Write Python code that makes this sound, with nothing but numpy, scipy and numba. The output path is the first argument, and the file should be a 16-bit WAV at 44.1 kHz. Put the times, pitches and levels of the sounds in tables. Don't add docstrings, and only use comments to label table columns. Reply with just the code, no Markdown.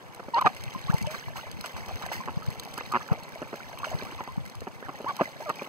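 import sys
import numpy as np
from scipy import signal
from scipy.fft import rfft, irfft
from scipy.io import wavfile
from numba import njit

SR = 44100
rng = np.random.default_rng(int(sys.argv[2]) if len(sys.argv) > 2 else 0)


def waveform_to_disk(signal):
    frames = np.transpose(np.atleast_2d(signal))
    scaled = np.clip(frames, -1, 1) * 32767
    samples = np.round(scaled).astype(np.int16)
    wavfile.write(sys.argv[1], SR, samples)


N = 250488
T = np.arange(N) / SR


def amp(db):
    return 10 ** (np.asarray(db) / 20)


def unit(x):
    return x / np.sqrt(np.mean(x ** 2))


def band(x, lo_hz, hi_hz, order=2):
    return signal.sosfilt(signal.butter(order, [lo_hz, hi_hz], "band", fs=SR, output="sos"), x)


def noise(lo_hz, hi_hz, order=2, shape=N):
    return unit(band(rng.standard_normal(shape), lo_hz, hi_hz, order))


def colour(x, spectrum):
    hz, db = np.transpose(spectrum)
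    f = np.fft.rfftfreq(N, 1 / SR) + 1
    return irfft(rfft(x) * amp(np.interp(np.log(f), np.log(hz), db)), N)


def curve(table, column):
    rows = np.array(table, float)
    return amp(np.interp(T, rows[:, 0], rows[:, column]))


def wake(times, db, rise_s, fall_s):
    age = T[:SR]
    shape = np.minimum(age / rise_s, 1) * np.exp(-np.maximum(age - rise_s, 0) / fall_s)
    power = np.zeros(N + SR)
    for first, gain in zip(T.searchsorted(times), amp(db)):
        power[first:first + SR] += (gain * shape) ** 2
    return np.sqrt(power[:N])


@njit
def rings(start, hz, t60, size, glide):
    out = np.zeros(N)
    for k in range(len(start)):
        first, life, phase = int(start[k] * SR), t60[k] * SR, 0.
        for i in range(max(0, min(int(life), N - first))):
            phase += 2 * np.pi * hz[k] * (1 + glide * i / life) / SR
            envelope = (1 - np.exp(-phase / np.pi)) * np.exp(-np.log(1000) * i / life)
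            out[first + i] += size[k] * envelope * np.sin(phase)
    return out


def bubbles(count, lo_hz, hi_hz, cycles, spread_db, glide):
    when, pitch, life, size = rng.random((count, 4)).T
    hz = lo_hz * (hi_hz / lo_hz) ** pitch
    t60 = cycles * (.5 + life) ** 2 / hz
    gain = amp(-spread_db * np.log(np.maximum(size, .02)))
    return unit(rings(when * N / SR, hz, t60, gain, glide))


def ambience():
    air = amp(-53.5) * noise(110, 1230, shape=(2, N))
    hiss = amp(-64) * noise(930, 7600, order=1, shape=(2, N))
    return air + hiss


# (time [s], level [dB])
SLOSH_LEVELS = [(0, -52), (.95, -34), (1.3, -41), (1.8, -38), (2.6, -40.5), (3, -45), (3.6, -47.5),
                (4.1, -38.5), (5.1, -47), (5.67, -53)]

def slosh():
    pulses = bubbles(count=450, lo_hz=73, hi_hz=219, cycles=5.2, spread_db=3, glide=.093)
    return curve(SLOSH_LEVELS, 1) * pulses


# (time [s], level [dB], frequency [Hz])
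PADDLE_STROKES = [(0.45, -17, 151), (0.676, -27, 113), (.756, -22, 194), (0.895, -10, 148),
                  (0.939, -9.5, 126), (1.041, -21, 119), (1.067, -21, 132), (2.369, -15.5, 145),
                  (2.481, -15.5, 122), (3.115, -8.5, 140), (3.944, -17.5, 114), (4.375, -15.5, 171)]

def thumps(width_cycles=.48, push_s=.0046):
    out = np.zeros(N)
    for time, db, hz in PADDLE_STROKES:
        cycles = (T - time - push_s) * hz
        near = abs(cycles) < 3
        window = np.exp(-(cycles[near] / width_cycles) ** 2 / 2)
        out[near] -= amp(db) * window * np.sin(2 * np.pi * cycles[near])
    return out


# (frequency [Hz], gain [dB])
WASH_SPECTRUM = [(76, -25), (130, -0.5), (179, -0.5), (376, -3.5), (546, 1), (660, -5.5), (881, 1.5),
                 (1020, -1.5), (1440, -11.5), (1650, -26), (2140, -34), (3630, -120)]
# (time [s], bubbling level [dB], spray level [dB])
STIR_LEVELS = [(0.0, -52, -57.5), (0.4, -51.5, -60.5), (0.49, -49.5, -52.5), (1.09, -50, -47),
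               (1.42, -53, -54.5), (1.99, -45, -48), (2.29, -48, -53), (2.97, -47, -48.5),
               (3.32, -48.5, -53), (3.65, -50, -51), (4.02, -44, -48.5), (4.32, -53.5, -55.5),
               (4.65, -53.5, -57.5), (4.89, -50.5, -57), (5.09, -46.5, -49.5), (5.38, -51.5, -54),
               (5.68, -46, -47.5)]

def water(gurgle_db=-2.5, wash_db=-1, churn_db=-29, foam_db=-5.5):
    gurgle = bubbles(count=1400, lo_hz=577, hi_hz=1422, cycles=11.6, spread_db=6, glide=.27)
    wash = unit(colour(rng.standard_normal(N), WASH_SPECTRUM))
    times, db, _ = np.transpose(PADDLE_STROKES)
    churn = wake(times, db + churn_db, rise_s=.0072, fall_s=.018)
    foam = amp(foam_db) * showers()
    stirred = np.sqrt(curve(STIR_LEVELS, 1) ** 2 + churn ** 2 + foam ** 2)
    return stirred * (amp(gurgle_db) * gurgle + amp(wash_db) * wash)


def spatter(count, spread_db, decay_s):
    when, size = rng.random((count, 2)).T
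    gain = amp(-spread_db * np.log(np.maximum(size, .02)))
    hits = np.bincount((when * N).astype(int), gain ** 2, N)
    power = signal.lfilter([1], [1, -np.exp(-2 / (decay_s * SR))], hits)
    return unit(np.sqrt(power) * rng.standard_normal(N))


# (frequency [Hz], gain [dB])
SPRAY_SPECTRUM = [(700, -6), (1500, 1), (2000, 11.5), (2500, 0.5), (4800, -1), (6300, -1.5), (8000, -8.5),
                  (12500, -10.5), (15300, -4.5)]

def spray(swim_db=.5, slaps_db=.5):
    slaps = amp(slaps_db) * spatter(count=420, spread_db=4.2, decay_s=.003)
    crackle = bubbles(count=4500, lo_hz=2200, hi_hz=15400, cycles=16, spread_db=3.2, glide=.1)
    plinks = amp(-4) * bubbles(count=800, lo_hz=1450, hi_hz=4900, cycles=34, spread_db=3, glide=.15)
    bunches = amp(2.5 * noise(8, 30))
    mist, fizz = rng.standard_normal((2, N))
    falling = bunches * (slaps + crackle) + plinks + amp(-4.5) * mist
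    swimming = amp(swim_db) * curve(STIR_LEVELS, 2) * unit(colour(falling, SPRAY_SPECTRUM))
    splashing = showers() * unit(colour(fizz + (slaps + plinks) / 2, SPRAY_SPECTRUM))
    return swimming + splashing


# (time [s], level [dB])
DROP_IMPACTS = [(0.1469, -41), (0.412, -33), (0.5474, -43), (0.6373, -37), (.9403, -36.5), (0.9816, -36),
                (1.0253, -37), (1.1102, -41.5), (1.514, -37.5), (1.6098, -34), (1.6597, -34), (2.0622, -36),
                (2.4628, -40.5), (2.5028, -40), (2.597, -31), (2.65, -41), (2.7394, -36), (2.7784, -33.5),
                (2.92, -33.5), (3.2342, -42.5), (3.787, -38.5), (4.452, -51), (4.462, -43.5), (4.4977, -42),
                (4.5526, -43), (4.606, -41), (5.166, -35.5), (5.4949, -34.5), (5.557, -44)]

def drops(tick_db=2.5, tick_decay_s=.0024, bubble_db=-3, bubble_hz=4400, bubble_t60=.018):
    times, db = np.transpose(DROP_IMPACTS)
    hits = np.zeros(N)
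    hits[(times * SR).astype(int)] = amp(db)
    envelope = signal.lfilter([1], [1, -np.exp(-1 / (tick_decay_s * SR))], hits)
    ticks = amp(tick_db) * envelope * noise(850, 9000, order=1)
    hz = bubble_hz * 2 ** (rng.standard_normal(len(times)) / 10)
    return ticks + rings(times, hz, np.full(len(times), bubble_t60), amp(db + bubble_db), 0.)


# (time [s], frequency [Hz], level [dB], t60 [s], pitch rise [fraction])
RESONANCES = [(0.345, 4200, -17.5, 0.0042, 0.11), (.466, 745, -12, 0.055, 0.017),
              (0.748, 1033, -28, 0.084, .05), (.927, 841, -28, 0.15, 0.24), (1.044, 892, -30.5, 0.091, .1),
              (1.071, 592, -30.5, 0.23, 0.36), (2.204, 1022, -28.5, 0.075, .18),
              (2.422, 1274, -33.5, 0.057, 0.023), (2.924, 1200, -19, 0.045, 0.17),
              (3.004, 1260, -35.5, 0.11, .05), (3.799, 2540, -38, 0.042, 0.22),
              (3.801, 900, -34.5, 0.052, 1.4), (3.832, 1094, -22, 0.051, 0.57), (3.869, 626, -26, 0.048, 0),
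              (4.058, 1087, -36.5, 0.12, 1.43), (4.286, 1005, -33, 0.1, 0.22),
              (5.422, 878, -35.5, 0.13, .4), (5.594, 2424, -28, 0.027, 0)]

def plops_and_wall_ring():
    out = np.zeros(N)
    for time, hz, db, t60, rise in RESONANCES:
        out += rings(*np.array([[time], [hz], [t60], [amp(db)]]), float(rise))
    return out


# (time [s], air pocket level [dB], centre frequency [Hz], spray level [dB])
SURFACE_SLAPS = [(.46, -14.5, 1070, -54), (.935, -24, 884, -49), (1.103, -29, 1080, -40.5),
                 (1.144, -23.5, 1380, -53), (1.358, -24.5, 960, -42), (1.468, -28.5, 935, -71),
                 (1.641, -21, 1260, -47), (1.764, -23.5, 970, -48), (1.891, -27.5, 1120, -67),
                 (2.025, -23, 1310, -56), (2.116, -19.5, 880, -39), (3.843, -17, 1386, -49.5),
                 (3.915, -22.5, 700, -59), (4.121, -27.5, 1050, -64), (5.226, -28, 1000, -47),
                 (5.404, -26.5, 619, -51), (5.588, -33, 765, -63)]

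def splashes(count=10, mean_delay_s=.013, spread_octaves=.536, cycles=13, cluster_db=-3.5, hiss_db=-23):
    ringing, burst = np.zeros(N), np.zeros(N)
    for time, db, centre_hz, _ in SURFACE_SLAPS:
        delay = mean_delay_s * rng.exponential(size=count)
        hz = centre_hz * 2 ** (spread_octaves * rng.standard_normal(count))
        size = amp(db + cluster_db) * np.exp(-delay / .024)
        delay[0], hz[0], size[0] = 0, centre_hz, amp(db)
        ringing += rings(time + delay, hz, cycles / hz, size, .12)
        first = T.searchsorted(time)
        span = slice(first, first + SR // 5)
        burst[span] += amp(db + hiss_db) * np.exp(-(T[span] - time) / .018)
    return ringing + burst * noise(630, 5300)


def showers():
    times, _, _, spray_db = np.transpose(SURFACE_SLAPS)
    return wake(times, spray_db, rise_s=.0087, fall_s=.05)


# (start [s], length [s], level [dB], centre frequency [Hz])
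FOOT_JUDDERS = [(.196, 0.0059, -28, 734), (0.284, 0, -28, 550), (0.4623, .0062, -9, 1180),
                (1.283, 0, -35.5, 1030), (2.276, 0.016, -23.5, 880), (2.777, 0.0049, -26.5, 945),
                (2.809, 0.00067, -27, 910), (2.9373, 0.033, -14.5, 1030), (3.11, 0.027, -23.5, 716),
                (3.418, 0.0065, -22, 574), (3.53, 0.0087, -22, 648), (4.023, 0.0012, -25.5, 537),
                (4.2062, 0.00093, -22, 934), (4.276, 0, -29, 800), (4.619, 0.0023, -31.5, 484),
                (4.67, 0.0052, -22.5, 705), (4.826, 0.00029, -29.5, 644), (4.885, 0.013, -25, 790),
                (5.002, 0.0048, -29.5, 441.6), (5.044, 0.0036, -26, 599), (5.2098, 0.0059, -9, 629.7),
                (5.493, 0.013, -19, 1125), (5.62, 0.0013, -24, 520)]

def slips(interval_s=.008, arch_db=9.5):
    rows = []
    for start, length, db, hz in FOOT_JUDDERS:
        count = 1 + round(length / interval_s)
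        times = np.linspace(start, start + length, count)
        off_middle = (2 * np.arange(count) + 1) / count - 1
        rows += [(time, db - arch_db * off ** 2, hz) for time, off in zip(times, off_middle)]
    return rows


# (frequency [Hz], relative level [dB], t60 [s])
WALL_MODES = [(276, 7.5, 0.032), (420, 11.5, 0.016), (558, 0, 0.035), (749, 1, 0.012), (982, 7, 0.013),
              (1189, 4, 0.025), (1696, -4, 0.014), (1830, 1.5, 0.025), (2650, 0, 0.021)]

def knocks(focus_db_per_octave=7, detune=.079, patch_t60=.016, wall_db=14):
    times, db, centre_hz = np.transpose(slips())
    mode_hz, mode_db, t60 = np.transpose(WALL_MODES)
    octaves_away = abs(np.log2(mode_hz / centre_hz[:, None]))
    weight = amp(mode_db - focus_db_per_octave * octaves_away)
    size = amp(db[:, None] + wall_db) * weight / weight.sum(axis=1, keepdims=True)
    hz = mode_hz * (1 + detune * rng.standard_normal(size.shape))
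    wall = rings(np.repeat(times, len(mode_hz)), hz.ravel(), np.tile(t60, len(times)), size.ravel(), 0.)
    patch = rings(times, centre_hz, np.full(len(times), patch_t60), amp(db), 0.)
    return band(wall + patch, 140, 6100)


# (start [s], end [s], first pitch [Hz], middle pitch [Hz], last pitch [Hz], level [dB])
SKIN_SLIDES = [(0.335, 0.402, 990, 953, 1305, -19.5), (0.407, 0.431, 1480, 995, 1520, -20.5),
               (0.442, 0.468, 1156, 825, 860, -20), (0.458, 0.482, 1296, 1220, 1170, -14),
               (0.88, 0.917, 1105, 1258, 1970, -32.5), (1.125, 1.159, 924, 1260, 1900, -41),
               (1.373, 1.404, 1080, 1210, 1750, -40), (2.771, 2.819, 1240, 1774, 2990, -38),
               (4.183, 4.222, 1250, 962, 960, -35.5), (4.822, 4.88, 1304, 1845, 1030, -43.5),
               (5.059, 5.118, 792, 1157, 1010, -27), (5.19, 5.21, 1297, 910, 715.7, -23),
               (5.456, 5.518, 730, 583, 725.5, -34)]

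def squeaks(overtone_db=-17, edge_s=.0068, rasp_db=-23, jitter=.035, flutter_db=2.6):
    out = np.zeros(N)
    waver, flutter = noise(150, 450), noise(150, 450)
    scrape = amp(rasp_db) * noise(2200, 4100)
    for start, end, first_hz, middle_hz, last_hz, db in SKIN_SLIDES:
        on = (T > start) & (T < end)
        t = T[on]
        progress = (t - start) / (end - start)
        hz = np.polyval(np.polyfit([0, .5, 1], [first_hz, middle_hz, last_hz], 2), progress)
        rough = np.sin(np.pi * progress ** 2)
        phase = 2 * np.pi * np.cumsum(hz * (1 + jitter * rough * waver[on])) / SR
        lift_db = 13.5 * np.exp(-((2 * hz - 1200) / 300) ** 2)
        tone = np.sin(phase) + amp(overtone_db + lift_db) * np.sin(2 * phase)
        tone += amp(overtone_db - 7) * np.sin(3 * phase)
        tone += amp(-7) * rough ** 2 * np.sin(.79 * phase)
        rasp = rough * (1 + np.cos(phase)) * scrape[on]
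        swell = np.clip(np.minimum(t - start, end - t) / edge_s, 0, 1)
        out[on] += amp(db + flutter_db * rough * flutter[on]) * swell * (tone + rasp)
    return out


def widen(x, treble_lag_ms, split_hz=1400, bass_lag_ms=.099, dip_depth=.64):
    f = np.fft.rfftfreq(N, 1 / SR)
    turn_per_ms = -2j * np.pi * f / 1000
    left = np.exp(turn_per_ms * bass_lag_ms) - (f / split_hz) ** 8 * np.exp(turn_per_ms * treble_lag_ms)
    dip = 1 - dip_depth * np.exp(-((f - 1600) / 300) ** 2)
    spectrum = rfft(x)
    return np.array([irfft(spectrum * dip * left / abs(left), N), irfft(spectrum / np.sqrt(dip), N)])


def scene():
    pool = band(water() + squeaks() + knocks() + splashes() + plops_and_wall_ring(), 95, 10600) + drops()
    surface = widen(pool, .558) + widen(spray(), .545) + widen(spray(), .571)
    deep = band(slosh() + thumps(), 52, 440, order=1) * np.array([[1], [-.78]])
    return surface + deep + ambience()


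def record(dry, top_hz=15600):
    return signal.sosfilt(signal.ellip(10, .2, 70, top_hz, fs=SR, output="sos"), dry)


dry = scene()
out = record(dry)
waveform_to_disk(out)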